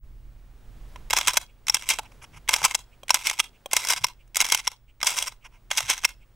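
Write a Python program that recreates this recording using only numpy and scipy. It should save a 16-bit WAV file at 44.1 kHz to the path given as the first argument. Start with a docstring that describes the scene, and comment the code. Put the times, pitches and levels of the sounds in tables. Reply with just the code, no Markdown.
"""The wind-up key of an old cloth-bodied doll, eight twists by hand, close to a stereo camera microphone.
In each twist the key takes up its slack, the gear grinds, the pawl crunches over two teeth, and the key
knocks back as it is let go. It all rings the plastic motor case and, faintly, the mainspring.
Fingers rub and tap between twists. The room is small: near walls, low rumble, hiss, mains hum and a
thin whine."""
import sys
import numpy as np
from scipy import signal
from scipy.fft import rfft, irfft
from scipy.io import wavfile

SR = 44100
rng = np.random.default_rng(int(sys.argv[2]) if len(sys.argv) > 2 else 0)


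def put_to_file(sound):
    """Save the sound as 16-bit audio at rate SR, in the file named by the first command-line argument."""
    columns = np.atleast_2d(sound).T  # one column per channel
    safe = np.clip(columns, -1, 1)
    whole_steps = np.round(safe * 32767)
    wavfile.write(sys.argv[1], SR, whole_steps.astype(np.int16))


N = 280035
TIME = np.arange(N) / SR
CLICK_SIZE = 4096  # samples

# Levels are relative within a layer; body, brightness and ping are the tone controls of tone_db.
# twists of the key: (start t/s, stop t/s, drag level/dB, last scrape level/dB, body/dB, brightness/dB)
TWISTS = [(1.11, 1.305, -35, -27, 1, -1), (1.675, 1.955, -43, -34, -1, -1), (2.491, 2.714, -35, -30, 3, 1),
          (3.095, 3.335, -39, -31, -1, 0), (3.72, 3.976, -33, -26, 0, 1), (4.36, 4.595, -35, -28, -2, 0),
          (5.04, 5.279, -34, -26, 0, 1), (5.708, 5.981, -37, -31, -1, 0)]
# the pawl crunches over a tooth and snaps, twice a twist:
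# (t/s, crunch level/dB, build/s per 20 dB, fall/s per 20 dB, snap level/dB, body/dB, brightness/dB)
TEETH = [(1.173, -23, 0.0277, 0.0163, -18.5, 1.5, 4.5), (1.2809, -18.5, .015, 0.03, -13, -3, 1.5),
         (1.7442, -21, .008, .022, -13.5, -7, 4.5), (1.9022, -17, 0.0167, 0.0446, -18, -15, 5),
         (2.5386, -25, 0.0533, 0.05, -12, -5, 2), (2.6495, -15, .026, .022, -13, 5, 11),
         (3.143, -17, 0, 0.0251, -14, 2.5, 8), (3.2695, -24, .045, .055, -15.5, -10, 0.5),
         (3.766, -21, 0.0131, .025, -13, -1.5, 5), (3.9035, -17.5, 0.0261, .04, -19, -3.5, 12),
         (4.4121, -21, 0.03, 0.0145, -14.5, -6, 3), (4.5212, -23, 0.018, 0.0529, -12.5, -3, 0.5),
         (5.069, -23, 0.0233, 0.1039, -14, -6.5, 2.5), (5.1864, -24, 0.05, 0.0032, -19, -4, 4),
         (5.7803, -18, .018, 0.0183, -18.5, -7, 2), (5.8995, -19, 0.0236, 0.0468, -16.5, -1.5, 4.5)]
# the loudest catches of the gear: (t/s, level/dB, body/dB, brightness/dB)
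CATCHES = [(1.1303, -18.5, -11, -6), (1.166, -17, -7, -2.5), (1.1857, -17.5, 6, 2),
           (1.211, -21.5, -4.5, -6), (1.273, -16, 0, 7.5), (1.3338, -27, -3.5, -0.5), (1.3407, -29, 4, 0.5),
           (1.768, -26.5, -0.5, -4), (1.8224, -35.5, 1, -2.5), (1.889, -17, -15, 3.5),
           (1.9365, -29.5, 3, 4), (2.5081, -29, 0, -2), (2.5334, -19.5, 3.5, 6), (2.5623, -21.5, 2.5, 3.5),
           (2.6168, -27.5, 11.5, -3), (2.7103, -28, -4, -4), (3.1698, -31, 6, 0),
           (3.2975, -18.5, -7.5, -1.5), (3.311, -25.5, 2.5, -2), (3.3888, -28, -3, -1),
           (3.8493, -26, 6.5, 7.5), (3.8706, -24.5, -2, 4), (3.8861, -21.5, -8.5, 6.5),
           (3.9235, -23, -2, 3), (3.934, -20.5, -1, -0.5), (3.9615, -32, -5, -2), (4.0672, -34, -7, 2),
           (4.4035, -13.5, -6.5, 2), (4.4212, -20.5, 1, -3), (4.4445, -23.5, -6, -1.5),
           (4.4513, -24, -1, 1), (4.4645, -28, -3, 2), (4.4872, -28, -5, 1), (4.4998, -24, -6, 1),
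           (4.5738, -27, -11, 1.5), (4.5466, -14, -6, 1), (5.0447, -28, 7, 8), (5.0726, -17, -6, -2),
           (5.1186, -30, 6, 3), (5.1702, -27, 2, 6), (5.2241, -20.5, -6, 2.5), (5.7735, -19, -4.5, 9),
           (5.8049, -23.5, 1.5, -1), (5.8278, -33, -3, -4), (5.935, -27.5, -8, -3.5), (6.0369, -29, -3, -7)]
# the key knocks back as it is let go: (t/s, level/dB, body/dB, brightness/dB, ping/dB,
# first touch ahead/s, first touch level/dB, slip back level/dB, ring after/s)
RELEASES = [(1.3728, -14, 1.5, 4, -3.5, .003, -13.5, -31, .128),
            (1.9915, -25.5, 11, 0.5, -3.5, .0048, -25, -50, .07),
            (2.7498, -15.5, 4.5, 4.5, 7, .004, -21, -39, .185),
            (3.4, -13.5, -4, 1, 1, .005, -18, -34, .155), (4.043, -13, 2, 1, 9, .0043, -25, -39, .167),
            (4.6755, -15, 1.5, 0.5, 9, .0048, -23, -38, .222),
            (5.3217, -44, 5, -6.5, 7.5, .005, -52, -56, .11),
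            (6.0498, -12.5, -1, 1, 9, .0039, -16, -36, .175)]


def contacts():
    """Blows of key, pawl and gear, and release echoes: (t/s, level/dB, body/dB, brightness/dB, ping/dB)."""
    # a nail meets the key: (t/s, level/dB, body/dB, brightness/dB, ping/dB)
    fingernail = (.959, -38, 7, -11, 5)
    # the key takes up its slack, two rattles and a knock: (t/s, level/dB, body/dB, brightness/dB,
    # ping/dB, first rattle ahead/s, second rattle ahead/s, second rattle level/dB)
    grips = [(1.1332, -15, 8, 4, -2.5, 0.033, 0.027, -19.5),
             (1.6965, -12.5, .5, 4, 7.5, 0.028, 0.014, -19.5),
             (2.4905, -13, -1, -3, -1, 0.013, .0038, -23.5),
             (3.1047, -9.7, 1.5, 1.5, 5.5, 0.023, 0.011, -23),
             (3.7322, -14.5, 4.5, 4.5, -12, 0.02, .0005, -22), (4.368, -15, -3, 7, -5.5, 0.022, .0111, -22),
             (5.0294, -18, 4.5, -2, 9, 0.026, .0159, -30.5), (5.7137, -19, 0, -3, -5, 0.0099, .0024, -25)]
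    hits = [fingernail]
    for s, db, body, bright, ping, first, second, rattle_db in grips:
        rattle_tone = (body - 6.5, bright - 5, 0)  # thinner and duller than the knock
        hits.append((s, db, body, bright, ping))
        hits.append((s - first, rattle_db - 11.5, *rattle_tone))
        hits.append((s - second, rattle_db, *rattle_tone))
    for s, db, body, bright, ping, ahead, touch_db, *_ in RELEASES:
        hits.append((s - ahead, touch_db, body - 9, bright - 6, 0))
        hits.append((s, db, body, bright, ping))
        hits.append((s + .0405, db - 25.5, body, bright, 0))  # faint echo of the knock, 40 ms later
    hits += [(s, db, body, bright, 0) for s, _, _, _, db, body, bright in TEETH]
    return hits + [(*row, 0) for row in CATCHES]


def clicks(gain_db=.3):
    """Each slip of the pawl or knock of the key rings the case with its own tone."""
    out = np.zeros((2, N + CLICK_SIZE))
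    attack = int(.004 * SR)
    for s, db, *tone in contacts():
        hit = colour(snap(t60=.021, rise_s=.0004), case_db(CLICK_SIZE) + tone_db(*tone))
        attack_rms = np.sqrt(np.mean(hit[:, :attack] ** 2))
        start = int(s * SR)
        out[:, start:start + CLICK_SIZE] += hit * undb(db + gain_db) / attack_rms
    return out[:, :N]


def snap(t60, rise_s):
    """One contact, in stereo: dense reflections build up inside the case, then die away."""
    t = np.arange(CLICK_SIZE) / SR
    envelope = undb(-60 * t / t60) * (1 - np.exp(-t / rise_s))
    return microphone(rng.standard_normal((2, CLICK_SIZE)) * envelope)


def case_db(size, spot_db=4.2):
    """Response of the plastic motor case: each struck spot favours its resonances differently."""
    # resonances of the case and key: (f/Hz, width/Hz, lift/dB)
    modes = [(585, 45, 4), (880, 61, 8), (1000.5, 105, 11.5), (1300, 150, 6), (1560, 140, 9),
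             (2117, 130, 11), (2680, 240, 4.5), (3313, 140, 8), (3923, 160, 8), (4980, 100, 6),
             (5590, 210, 8), (6200, 140, 7), (7750, 380, 2.5), (8750, 630, 2.5), (10800, 450, 6),
             (12350, 480, 5), (15320, 130, 6.5)]
    # spectrum of a bare contact: (f/Hz, level/dB)
    contact = [(100, -27.5), (250, -14), (450, -10.5), (800, -3.5), (1300, -5.5), (1780, -7.5), (2400, -1),
               (3400, -3), (4300, -8), (5400, -2), (8000, -3), (10000, -8.5), (14000, -14), (16000, -18.5)]
    favour_db = spot_db * (2 * rng.random(len(modes)) - 1)
    lift = sum((undb(db + extra) ** 2 - 1) * resonance(hz, width, size)
               for (hz, width, db), extra in zip(modes, favour_db))
    return across(contact, size) + 10 * np.log10(np.maximum(1 + lift, .1))


def tone_db(body_db, bright_db, ping_db):
    """Tone of one contact: body below 1.5 kHz, brightness above 4.4 kHz and the steel key's ping."""
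    body = across([(150, .5), (500, 1), (1200, 1), (1900, 0)], CLICK_SIZE)
    bright = across([(3600, 0), (5200, 1)], CLICK_SIZE)
    ping = resonance(centre_hz=5450, width_hz=570, size=CLICK_SIZE)
    return body_db * body + bright_db * bright + ping_db * ping


def gear_load():
    """The load on the gear follows whichever drag, scrape or strain is strongest at the moment."""
    surges = []  # (start t/s, stop t/s, level/dB, build/s, fall/s)
    for start, stop, drag_db, scrape_db, *_ in TWISTS:
        surges.append((start, stop - .035, drag_db, .008, .016))
        surges.append((stop, stop, scrape_db, .025, .014))  # the wrist slows
    surges += [(s, s, db, build_s, fall_s) for s, db, build_s, fall_s, *_ in TEETH]
    surges += [(s, s, db - 10, .008, .008) for s, db, *_ in CATCHES]  # grating around each catch
    surges += [(s, s, db, .055, .014) for s, *_, db, _ in RELEASES]  # the key slides back
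    load = np.zeros(N)
    for row in surges:
        load = np.maximum(load, surge(*row))
    return load


def grind(slow_hz=140, load_hz=5500, jitter=.7, scatter_db=4.5, gain_db=-2, spot_count=7):
    """The gear sticks and slips unevenly, quicker under load; each twist strikes new spots of the case."""
    load = gear_load()
    slip_hz = slow_hz + load_hz * load
    gap_draw, size_draw = (2 * rng.random((N // 50, 2)) - 1).T
    starts = np.searchsorted(np.cumsum(slip_hz) / SR, np.cumsum(np.exp(jitter * gap_draw)))
    sizes = undb(scatter_db * size_draw)
    spots = rng.integers(0, spot_count, len(starts))
    force = load * np.sqrt(SR / slip_hz / CLICK_SIZE)  # loudness follows load, not slip rate
    gear_db = across([(200, -5), (500, -6), (1000, -1.5), (1600, -2), (2400, 1), (3500, -1),
                      (6000, -1), (14000, -3.5)], CLICK_SIZE)
    out = np.zeros((2, N + CLICK_SIZE))
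    for start, stop, _, _, body_db, bright_db in TWISTS:
        first, last = int((start - .012) * SR), int((stop + .11) * SR)
        twist_db = gear_db + tone_db(body_db, bright_db, 0)
        for spot in range(spot_count):
            here = (spots == spot) & (starts >= first) & (starts < last)
            slips = np.bincount(starts[here] - first, sizes[here], last - first) * force[first:last]
            ring = colour(snap(t60=.018, rise_s=.0005), case_db(CLICK_SIZE) + twist_db)
            out[:, first:last + CLICK_SIZE - 1] += signal.oaconvolve(slips[None], unit(ring), axes=1)
    return out[:, :N] * undb(gain_db)


def taps(contact_s=.0007, scuff_db=-7):
    """A soft fingertip rings the slack key, with a little scuff."""
    # fingertips finding the key: (t/s, level/dB)
    touches = [(3.0325, -40), (3.659, -31.5)]
    # modes of the loose key: (f/Hz, t60/s, level/dB)
    key_modes = [(570, 0.024, 0), (759, 0.031, -6), (1055, .025, -5.5), (2450, 0.014, -4.5),
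                 (3220, .022, -0.5), (3920, .015, -9.5), (5600, .018, -12.5), (6230, .016, -10),
                 (7250, .012, -10), (8100, .018, -10.5)]
    out = np.zeros((2, N))
    t = np.arange(CLICK_SIZE) / SR
    onset = 1 - np.exp(-t / contact_s)
    for s, db in touches:
        ring = sum(undb(mode_db - 60 * t / t60) * np.sin(2 * np.pi * (hz * t + rng.random()))
                   for hz, t60, mode_db in key_modes)
        scuff = undb(scuff_db) * snap(t60=.02, rise_s=.0005)
        start = int(s * SR)
        out[:, start:start + CLICK_SIZE] += 2 * undb(db) * (ring * onset + scuff)
    return out


def spring(blows, gain_db=-88, detune=.04, coils=7):
    """The blows leave the steel mainspring ringing; its detuned coils beat against each other."""
    # clusters of coil modes: (f/Hz, t60/s, level/dB)
    clusters = [(2260, 0.38, -6.5), (2660, .4, -4.5), (3350, 0.44, 0.5), (5210, 0.6, -8.5),
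                (6200, 0.32, -2.5), (7700, 0.36, 1.5)]
    t = np.arange(SR // 2) / SR
    ring = 0
    for hz, t60, db in clusters:
        coils_hz = hz * (1 + detune * (2 * rng.random((coils, 1)) - 1))
        phases = rng.uniform(0, 2 * np.pi, (coils, 1))
        ring += undb(db - 60 * t / t60) * np.sin(2 * np.pi * coils_hz * t + phases).sum(axis=0)
    return undb(gain_db) * signal.oaconvolve(blows, ring[None], axes=1)[:, :N]


def after_ring(half_width_s=.012, db=-61.5):
    """A faint, brief ring near 2.6 kHz shortly after each release."""
    # spectrum of the ring: (f/Hz, level/dB)
    spectrum = [(1000, -22), (1900, -20), (2250, -3), (2600, 0), (2850, -2), (3200, -9), (3800, -25),
                (7000, -24), (8000, -19), (9000, -30)]
    return noise(spectrum) * swells([(s + after, half_width_s, db) for s, *_, after in RELEASES])


def fingers(grain_db=1.5, grain_hz=400):
    """Skin rubs the key in small catches that ring the case, and brushes the cloth."""
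    # fingers taking a new grip: (t/s, half width/s, level/dB)
    rubs = [(2.06, 0.0065, -52), (2.121, .0025, -51), (2.226, 0.0051, -43.5), (2.245, 0.0047, -42),
            (2.345, .011, -51), (2.374, 0.0075, -46), (5.454, 0.0073, -44.5), (5.466, 0.0062, -50),
            (5.55, .02, -60.5)]
    # skin excites the case mostly in the upper middle: (f/Hz, level/dB)
    rub_colour = [(200, -16), (1000, -1), (1700, -3.5), (2200, 2.5), (2520, 6), (2900, 3.5), (3900, -14.5),
                  (5600, -7), (9000, -14.5), (11000, -9), (16000, -23)]
    # strokes over the cloth body: (t/s, half width/s, level/dB)
    brushes = [(2.14, 0.031, -72), (2.236, 0.0075, -49.5), (2.372, 0.008, -54.5), (4.279, 0.0024, -62.5)]
    # spectrum of brushed cloth: (f/Hz, level/dB)
    brush_colour = [(500, -4), (2000, 1), (4200, -12), (6300, 2), (9000, -7), (11000, 2), (13000, -19),
                    (16000, -22)]
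    roughness = np.interp(TIME * grain_hz, np.arange(N // 20), rng.standard_normal(N // 20))
    grain = undb(grain_db * roughness)
    friction = microphone(rng.standard_normal((2, N))) * grain
    rub = unit(colour(friction, case_db(N) + across(rub_colour, N))) * swells(rubs)
    brush = noise(brush_colour) * unit(grain) * swells(brushes)
    return rub + brush


def body_thuds():
    """The stuffed body thuds softly as it shifts under the hand."""
    # shifts of the body: (t/s, half width/s, level/dB)
    shifts = [(1.283, .019, -51), (2.18, .015, -54), (2.36, .028, -49), (2.64, .014, -46),
              (4.03, .035, -48), (5.85, .02, -48)]
    stuffing = noise([(30, -19), (70, -6.5), (120, 1.5), (165, -7), (230, -26), (500, -45), (2000, -74)])
    return stuffing * swells(shifts)


def room(x, wet_db=-24.5, first_s=.024, hold_s=.058, t60=.095, late_db=-23, late_t60=.42):
    """Near walls answer evenly for a moment, then the sound drops quickly into a faint tail."""
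    t = np.arange(SR // 2) / SR
    early = undb(-60 * np.maximum(t - hold_s, 0) / t60)
    late = undb(late_db - 60 * t / late_t60)
    echoes = microphone(rng.standard_normal((2, len(t))) * (early + late) * (t > first_s))
    walls = [(200, -1.5), (1000, -.5), (2300, -5), (4200, 2), (5500, -7), (7000, -4), (14000, -2)]
    response = unit(colour(echoes, across(walls, len(t)))) / np.sqrt(len(t))
    return undb(wet_db) * signal.oaconvolve(x, response, axes=1)[:, :N]


def rumble(drone_hz=40.5, waver_hz=3.2, drone_db=-4.2, noise_db=-1.5):
    """The room's low end: a wavering drone over rumble, a little right of centre."""
    # rise and fall of both: (t/s, level/dB)
    levels = [(0, -77), (.04, -42.5), (.55, -48.5), (.75, -43), (1.05, -43), (1.5, -53), (2.4, -51),
              (3.5, -60), (4.4, -53), (4.85, -57), (5.5, -54), (6.35, -54)]
    # spectrum of the rumble: (f/Hz, level/dB)
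    spectrum = [(20, -2.5), (32, -0.5), (50, -3), (62, -7), (85, -15), (110, -11), (170, -26), (400, -37),
                (1000, -60.5)]
    waver = np.interp(TIME, np.linspace(0, TIME[-1], N // 4000), rng.standard_normal(N // 4000))
    drone = np.sqrt(2) * np.sin(2 * np.pi * np.cumsum(drone_hz + waver_hz * waver) / SR)
    low = undb(drone_db) * drone + undb(noise_db) * noise(spectrum)
    pan = undb([[-1.2], [1.2]])
    return low * curve(levels) * pan


def air():
    """Airy room hiss, swelling as the arm reaches in."""
    # rise and fall of the hiss: (t/s, level/dB)
    levels = [(0, -93), (.04, -65.5), (.5, -62.5), (.95, -54.5), (1.55, -65), (2.15, -58), (2.9, -62.5),
              (3.6, -62.5), (4.85, -70.5), (5.6, -65), (6.35, -66)]
    # spectrum of the hiss: (f/Hz, level/dB)
    spectrum = [(60, 4), (200, 0.5), (400, -2.5), (800, -6), (1600, -10.5), (3200, -16), (7000, -21),
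                (11000, -23), (15000, -25.5)]
    return noise(spectrum) * curve(levels)


def hum():
    """Mains hum and a thin electronic whine, steady and centred."""
    # hum and whine: (f/Hz, rms level/dB)
    tones = [(119.8, -67.5), (15700, -77.5)]
    return sum(undb(db) * np.sqrt(2) * np.sin(2 * np.pi * hz * TIME) for hz, db in tones)


def microphone(pair):
    """Two unrelated signals become left and right: alike in the bass, less so in the treble."""
    # difference between the two microphone ports: (f/Hz, side minus mid/dB)
    port_side = [(40, -14), (120, -11), (300, -17), (700, -25), (1300, -24), (3000, -18), (4400, -8),
                 (5800, -14), (8000, -8), (10000, -4), (15000, -3.5)]
    # balance of the ports: (f/Hz, left minus right/dB)
    port_balance = [(500, -.5), (1600, -.3), (2300, -3.5), (3600, -4), (5000, 2), (6500, .5), (7800, 2.2),
                    (9300, 2.2), (11000, .8), (15000, 1)]
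    size = pair.shape[-1]
    spread = undb(across(port_side, size))
    mid, side = rfft(pair) / np.sqrt(1 + spread ** 2)
    sign = np.array([[1], [-1]])
    balance = undb(sign * across(port_balance, size) / 2)
    return irfft((mid + sign * spread * side) * balance, size)


def noise(spectrum):
    """Steady stereo noise at unit rms, shaped by (f/Hz, level/dB) rows."""
    return unit(colour(microphone(rng.standard_normal((2, N))), across(spectrum, N)))


def colour(x, db):
    """Minimum-phase filter with the given dB at each bin, so that resonances ring after a blow."""
    size = x.shape[-1]
    cepstrum = irfft(np.log(undb(db)), size)
    cepstrum[1:(size + 1) // 2] *= 2
    cepstrum[size // 2 + 1:] = 0
    return irfft(rfft(x) * np.exp(rfft(cepstrum)), size)


def resonance(centre_hz, width_hz, size):
    """A resonant peak of height 1, at the bins of a transform."""
    hz = np.fft.rfftfreq(size, 1 / SR)
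    return 1 / (1 + (2 * (hz - centre_hz) / width_hz) ** 2)


def across(rows, size):
    """(f/Hz, value) rows joined on a log axis, at the bins of a transform."""
    hz, value = np.transpose(rows)
    return np.interp(np.log(np.fft.rfftfreq(size, 1 / SR) + 1), np.log(hz), value)


def surge(start, stop, db, build_s, fall_s, roundness=1.5):
    """Gain that builds up to start, holds until stop and falls away, by 20 dB in the given times."""
    away = np.maximum((start - TIME) / build_s, (TIME - stop) / fall_s).clip(0)
    near = away < 4  # silent from 80 dB down
    gain = np.zeros(N)
    gain[near] = undb(db - 20 * np.minimum(away[near] ** roundness, away[near]))
    return gain


def swells(rows):
    """Bell-shaped gain swells from (t/s, half width/s, level/dB) rows."""
    return sum(undb(db) * np.exp(-((TIME - s) / half) ** 2 / 2) for s, half, db in rows)


def curve(rows):
    """Gain over time from (t/s, level/dB) rows."""
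    return undb(np.interp(TIME, *np.transpose(rows)))


def undb(db):
    """Decibels to gain."""
    return 10 ** (np.asarray(db) / 20)


def unit(x):
    """Scale to an rms of 1."""
    return x / np.sqrt(np.mean(x ** 2))


def scene():
    """Close up, the winding and the hand on the doll; behind them the walls and the room tone."""
    winding = clicks() + grind() + taps()
    ringing = spring(winding) + room(winding) + after_ring()
    handling = fingers() + body_thuds()
    return winding + ringing + handling + rumble() + air() + hum()


def record(dry, top_hz=15850):
    """The camera clips at full scale and cuts the top."""
    lowpass = signal.ellip(8, .2, 70, top_hz, fs=SR, output="sos")
    return signal.sosfilt(lowpass, np.clip(dry, -1, 1))


dry = scene()
out = record(dry)
put_to_file(out)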